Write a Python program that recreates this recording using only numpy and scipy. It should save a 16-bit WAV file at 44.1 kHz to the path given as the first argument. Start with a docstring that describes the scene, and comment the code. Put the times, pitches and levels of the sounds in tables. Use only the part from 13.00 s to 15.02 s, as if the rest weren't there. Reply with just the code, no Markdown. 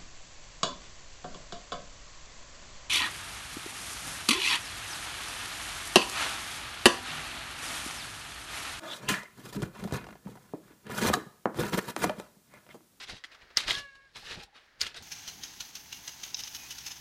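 """A wooden board is plunged through wet laundry in an open top-loading washing machine, outdoors and close by.
Each shove throws a wash of spray: many tiny ringing bubbles plus hiss, coloured and swelled surge by surge.
The clothes thud (low noise) and gulp (short gliding tones); the board clacks on the tub, which rings and echoes.
Far behind, a drawn-out animal call, probably a rooster, is built from harmonics over a quiet yard of faint noise."""
import sys
import numpy as np
from scipy import signal
from scipy.fft import rfft, irfft, next_fast_len
from scipy.io import wavfile
from scipy.ndimage import uniform_filter1d

SR = 44100
rng = np.random.default_rng(int(sys.argv[2]) if len(sys.argv) > 2 else 0)


def to_wav(sig):
    """Store sig (one row per channel, or 1-D mono) as 16-bit WAV at the path in sys.argv[1].

    Samples outside -1..1 are clipped; the rate is SR.
    """
    pcm = np.clip(np.atleast_2d(sig), -1, 1) * 32767
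    pcm = np.round(pcm).astype(np.int16)
    wavfile.write(sys.argv[1], SR, pcm.T)  # frames by channels


N = 89258
T = np.arange(N) / SR


def undb(db):
    """Turn decibels into a gain."""
    return 10 ** (np.asarray(db) / 20)


def unit(x):
    """Scale a signal to an average (rms) level of 1."""
    return x / np.sqrt(np.mean(x ** 2))


def fade(t, t60):
    """Die away exponentially, falling 60 dB by t60."""
    return np.exp(-np.log(1000) * t / max(t60, 1e-4))


def wander(seconds):
    """Smooth random drift with spread 1, made by averaging noise twice over the given time."""
    k = max(int(seconds * SR), 2)
    once = uniform_filter1d(rng.standard_normal(N), k)
    return unit(uniform_filter1d(once, k))


TILT_FROM_HZ = 1000
RIPPLE_SPACING_HZ = 112.15  # spacing of the cavity's resonances


def colour(x, points, tilt_db=0, ripple_db=0):
    """Filter by (frequency, gain) points, a treble tilt per octave and random cavity resonances; rms 1."""
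    size = next_fast_len(N, real=True)
    bins = np.fft.rfftfreq(size, 1 / SR)
    octave = np.log2(np.maximum(bins, 1))
    hz, db = np.array(points).T
    curve = np.interp(octave, np.log2(hz), db)
    tilt = tilt_db * np.maximum(octave, np.log2(TILT_FROM_HZ))
    steps = rng.standard_normal(size=1024)
    ripple = ripple_db * np.interp(bins / RIPPLE_SPACING_HZ, np.arange(len(steps)), steps)
    shaped = irfft(rfft(x, size) * undb(curve + tilt + ripple), size)
    return unit(shaped[:N])


SURGE_RANGE_DB = 20  # change of level over one rise or one fall


def surge(crest, rise, fall, db):
    """Swell to a crest and die away, in straight lines when drawn in decibels."""
    before = (crest - T) / max(rise, 1e-3)
    after = (T - crest) / max(fall, 1e-3)
    return undb(db - SURGE_RANGE_DB * np.maximum(before, after))


def echoes(x, t60, build):
    """Dense reflections that build up and decay, with about the energy of the input."""
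    t = T[:SR // 2]
    tail = rng.standard_normal(len(t)) * fade(t, t60) * (1 - np.exp(-t / build))
    return signal.fftconvolve(x, tail / np.linalg.norm(tail))[:N]


SPRAY_GRAINS_PER_S = 6000
SPRAY_SCATTER_DB = 2  # average boost of a droplet's strength
FIZZ_CYCLES = 7.0  # cycles a droplet rings before it has fallen 30 dB


def droplets(size=400):
    """A steady rain of tiny bursting bubbles of many pitches, most weak and a few strong."""
    count = int(SPRAY_GRAINS_PER_S * N / SR)
    when, pitch, strength = rng.random((count, 3)).T[:, :, None]
    hz = 700 * (13000 / 700) ** pitch  # 700 to 13000 Hz, even in octaves
    boost = np.minimum(-np.log(1 - strength), 4)
    gain = hz * undb(SPRAY_SCATTER_DB * boost)
    t = T[:size]
    grains = gain * np.sin(2 * np.pi * hz * t) * fade(hz * t, 2 * FIZZ_CYCLES)
    places = (when * N).astype(int) + np.arange(size)
    return unit(np.bincount(places.ravel(), grains.ravel(), N)[:N])


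HISS_DB = -3.5  # hiss between the droplets, relative to them
TUB_COLOUR_DB = 2.4  # depth of the cavity's resonances, which shift with every surge
# colour of the spray: (frequency [Hz], gain [dB])
SPRAY_COLOUR = [(8, -29.5), (40, -6), (150, -9.5), (450, -2), (850, -8), (1500, 0), (2500, -0.5), (4000, 1),
                (5500, -6), (7500, -15), (11000, -23), (15500, -35)]
# surges of water: (crest time [s], rise [s], fall [s], level [dB], treble tilt [dB per octave])
WATER_SURGES = [(.012, 0.14, 0.071, -57.5, -2), (0.042, 0.14, 0.017, -43, 1.5),
                (0.096, 0.033, 0.078, -39, -.5), (.17, 0.033, 0.054, -55, 1.5),
                (0.242, 0.003, 0.033, -45.5, 1.5), (0.32, 0.0091, 0.041, -51, -2),
                (.352, 0.02, 0.013, -53, -1), (0.423, 0.028, 0.032, -53, -3.5),
                (0.507, 0.0074, 0.029, -52, -5), (.575, 0.0085, 0.033, -26, 2.5),
                (0.605, 0.025, 0.063, -36, 0.8), (.642, 0.018, 0.033, -45, -2.5),
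                (0.685, 0.021, 0.062, -29, -0.26), (.71, 0.017, 0.023, -30.5, 1.5),
                (.745, 0.042, 0.048, -39, 4), (0.787, .04, 0.044, -38.5, 1), (0.849, 0.048, 0.75, -66, 2.5),
                (.955, 0.0052, 0.013, -55.5, 0), (1.161, 0.013, 0.05, -41, -0.5),
                (1.195, 0.058, 0.14, -63.5, 12), (1.27, 0.053, 0.056, -47, 0),
                (1.315, 0.073, 0.064, -40, 0), (1.347, 0.038, 0.02, -47.5, -0.5),
                (1.407, 0.066, 0.056, -47.5, -2), (1.435, 0.01, 0.019, -49, 6.5),
                (1.56, 0.021, 0.068, -51, -2.5), (1.64, 0.039, 0.2, -72, 0.5),
                (1.815, 0.012, 0.035, -30, 4.5), (1.833, 0.02, 0.022, -42, 0),
                (1.868, 0.028, 0.046, -38, 1), (1.912, .02, .05, -58.5, -5), (1.948, 0.0065, 0.03, -50, -5),
                (1.97, 0.02, 0.038, -40.5, 1.7), (2.02, 0.059, .08, -58.5, 4.5)]


def sloshes():
    """Each shove drives droplets and a fine hiss of water through the cloth."""
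    water = droplets() + undb(HISS_DB) * rng.standard_normal(N)
    out = np.zeros(N)
    for crest, rise, fall, db, tilt in WATER_SURGES:
        out += surge(crest, rise, fall, db) * colour(water, SPRAY_COLOUR, tilt, TUB_COLOUR_DB)
    return out


# colour of the background: (frequency [Hz], gain [dB])
YARD_COLOUR = [(8, -11.5), (25, 4.5), (60, 0.5), (200, -8.5), (500, -1.5), (900, -2.5), (1300, 0),
               (1750, 6), (2500, -4), (5000, -8), (8000, -23), (15500, -28)]
# loudness of the background: (time [s], level [dB])
YARD_LEVELS = [(0, -83), (.3, -60), (0.549, -60.5), (.9, -73), (1.12, -70.5), (1.5, -69.5), (1.62, -63),
               (1.78, -64.5), (2.02, -64)]


def yard():
    """Faint outdoor background: coloured noise that slowly rises and falls."""
    at, db = np.array(YARD_LEVELS).T
    return colour(rng.standard_normal(N), YARD_COLOUR) * undb(np.interp(T, at, db))


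# colour of the thuds: (frequency [Hz], gain [dB])
LOAD_COLOUR = [(8, -24.5), (30, 3.5), (60, -0.5), (120, -3.5), (220, -10.5), (400, -12), (900, -15.5),
               (3000, -70.5)]
# low thuds of laundry and trapped air: (crest time [s], rise [s], fall [s], level [dB])
LOAD_THUDS = [(0.137, 0.073, 0.041, -47.5), (0.426, 0.013, 0.047, -58), (0.583, .025, 0.21, -56),
              (0.689, .06, 0.067, -48), (0.779, 0.077, 0.072, -49), (.96, 0.195, 0.9, -72),
              (1.165, 0.014, 0.066, -55.5), (1.32, 0.14, 0.063, -56), (1.38, 0.053, 0.077, -47.5),
              (1.836, 0.059, 0.12, -53), (2.011, 0.05, .1, -50.5)]


def thuds():
    """The wet load heaves with a dull rumble of low noise."""
    rumble = colour(rng.standard_normal(N), LOAD_COLOUR)
    return rumble * sum(surge(*row) for row in LOAD_THUDS)


GLUG_ROUGH, GLUG_ROUGH_S = 0.64, 0.0038  # depth [share] and pace [s] of the tremble in a glug
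# glugs of larger air pockets: (start time [s], length [s], middle pitch [Hz], level [dB], glide [octaves per s])
GLUGS = [(0.118, .03, 190, -49, 20), (.764, 0.019, 170, -51, 29.5), (1.217, 0.037, 820, -59, 2),
         (1.357, 0.039, 815, -57, 2), (1.364, 0.026, 170, -45, 24), (1.408, .045, 816, -56.5, -3.5),
         (1.462, 0.036, 830, -60.5, -7.5), (1.519, 0.032, 835, -61, 2)]


def bubbles():
    """Pockets of air glug through the wet cloth, each a short gliding tone."""
    out = np.zeros(N)
    for at, length, hz, db, glide in GLUGS:
        t = np.clip(T - at, 0, length)
        pitch = hz * 2 ** (glide * (t - length / 2))
        phase = 2 * np.pi * np.cumsum(pitch) / SR
        out += undb(db) * np.sin(phase) * np.sin(np.pi * t / length)  # rounded swell
    return out * (1 + GLUG_ROUGH * wander(GLUG_ROUGH_S))


CONTACT_SKIRT_DB, CONTACT_LOW_HZ = -16, 180  # strength of the skirt and where its bass thins out


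def contact(hz, octaves, size=4096):
    """The short push of one blow, strongest around hz, with a weaker skirt below."""
    bins = np.maximum(np.fft.rfftfreq(size, 1 / SR), 1)
    away = np.log2(bins / hz)
    peak = np.exp(-.5 * (away / octaves) ** 2)
    skirt = undb(CONTACT_SKIRT_DB) / (1 + 2 ** (2 * away)) * bins / np.hypot(bins, CONTACT_LOW_HZ)
    # fold the cepstrum so the push starts at once, with nothing before the blow
    cepstrum = irfft(np.log(peak + skirt))
    cepstrum[1:size // 2] *= 2
    cepstrum[size // 2 + 1:] = 0
    return irfft(np.exp(rfft(cepstrum)))


RING_DB = -31.5  # ringing relative to the direct blow, before it is halved
WALL_ECHO_S, WALL_ECHO_DB = .0006, -9  # first bounce off the nearby wall of the tub
DRUM_T60_S, DRUM_DB, DRUM_BUILD_S = 0.025, -2, 0.00058  # reflections inside the drum
# what board and tub ring with: (frequency [Hz], relative level [dB], time to fall 60 dB [s])
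RINGING_MODES = [(554, -9, 0.041), (990, -41, .025), (1337, -5, 0.075), (1951, 9.5, 0.015),
                 (2823, 2, 0.028), (3294, 3.5, 0.025), (3720, -16, 0.0178), (4010, -15.5, 0.028),
                 (4300, 8.5, .015), (4690, 4, 0.013), (5390, -23, 0.013), (6030, 1.5, 0.021),
                 (6540, 8, 0.016), (7080, -27, 0.015)]
# the board against the tub: (time [s], peak level before drum echoes [dB], centre [Hz], width [octaves])
BOARD_KNOCKS = [(0.239, -29, 2330, 0.74), (.2415, -35.5, 1910, 0.6), (.2450, -31, 2180, 0.6),
                (.3175, -47, 3800, 0.49), (0.504, -46, 2250, 0.65), (0.5715, -6, 5270, 0.17),
                (0.574, -14.5, 2430, 1.3), (0.6816, -19.5, 2620, 0.73), (0.6994, -19, 3870, 0.36),
                (0.707, -22.5, 2900, 0.68), (0.708, -10.5, 2820, 0.4), (.7518, -23.5, 3520, 0.22),
                (1.809, -20, 4950, 0.51), (1.8145, -11, 4980, 0.26), (1.818, -21, 4360, 1.4),
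                (1.838, -32.5, 1490, .5), (1.8668, -24.5, 2750, 0.31), (1.9450, -33, 3700, 0.62)]


def knocks():
    """The board cracks against the tub, rings its modes and echoes in the drum."""
    t = T[:SR // 10]
    ring = sum(undb(db) * np.cos(2 * np.pi * hz * t) * fade(t, t60) for hz, db, t60 in RINGING_MODES)
    body = undb(RING_DB) * ring / 2
    body[0] += 1  # the direct blow
    body[int(WALL_ECHO_S * SR)] += undb(WALL_ECHO_DB)
    out = np.zeros(N + SR)
    for at, db, hz, octaves in BOARD_KNOCKS:
        blow = signal.fftconvolve(body, contact(hz, octaves))
        start = int(at * SR)
        out[start:start + len(blow)] += undb(db) * blow / np.abs(blow).max()
    direct = out[:N]
    return direct + undb(DRUM_DB) * echoes(direct, DRUM_T60_S, DRUM_BUILD_S)


CROW_JITTER = 0.0047  # unsteadiness of the pitch [share]
CROW_FLUTTER_DB, CROW_FLUTTER_S = 2.3, 0.021  # flutter of a harmonic at -10 dB, and its pace
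CROW_ECHO_DB, YARD_T60_S = -21.5, 0.31  # echoes around the yard
# the distant call: (time [s], pitch [Hz], level [dB])
CALL = [(0.713, 523.7, -62), (.748, 554, -42.5), (0.786, 569.3, -40.5), (.83, 565.3, -47),
        (.916, 545.4, -56), (.965, 547.7, -57.5), (1.033, 550, -62), (1.072, 543, -61.5), (1.105, 514, -87)]
# strength of the call's first harmonics, lowest first: (relative level [dB])
CALL_HARMONICS = [-26, -14.5, -4, -18.5, -20]


def crow():
    """A held, slightly unsteady call, strongest on its third harmonic; the weak harmonics flutter on their way."""
    at, hz, db = np.array(CALL).T
    pitch = np.interp(T, at, hz) * (1 + CROW_JITTER * wander(0.0075))
    phase = 2 * np.pi * np.cumsum(pitch) / SR
    tone = np.zeros(N)
    for number, level in enumerate(CALL_HARMONICS, start=1):
        depth = CROW_FLUTTER_DB * min(abs(level) / 10, 2)  # weaker harmonics flutter more, up to a limit
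        tone += undb(level + depth * wander(CROW_FLUTTER_S)) * np.sin(number * phase)
    call = unit(tone) * np.interp(T, at, undb(db), left=0, right=0)
    return call + undb(CROW_ECHO_DB) * echoes(call, YARD_T60_S, .02)


def scene():
    """Water, yard, laundry, board and call at one microphone."""
    return (sloshes() + yard() + thuds() + bubbles() + knocks() + crow())[None]


TOP_HZ = 15900


def record(dry):
    """The recorder cuts the treble steeply above TOP_HZ."""
    return signal.sosfilt(signal.ellip(8, .2, 70, TOP_HZ, fs=SR, output="sos"), dry)


dry = scene()
out = record(dry)
to_wav(out)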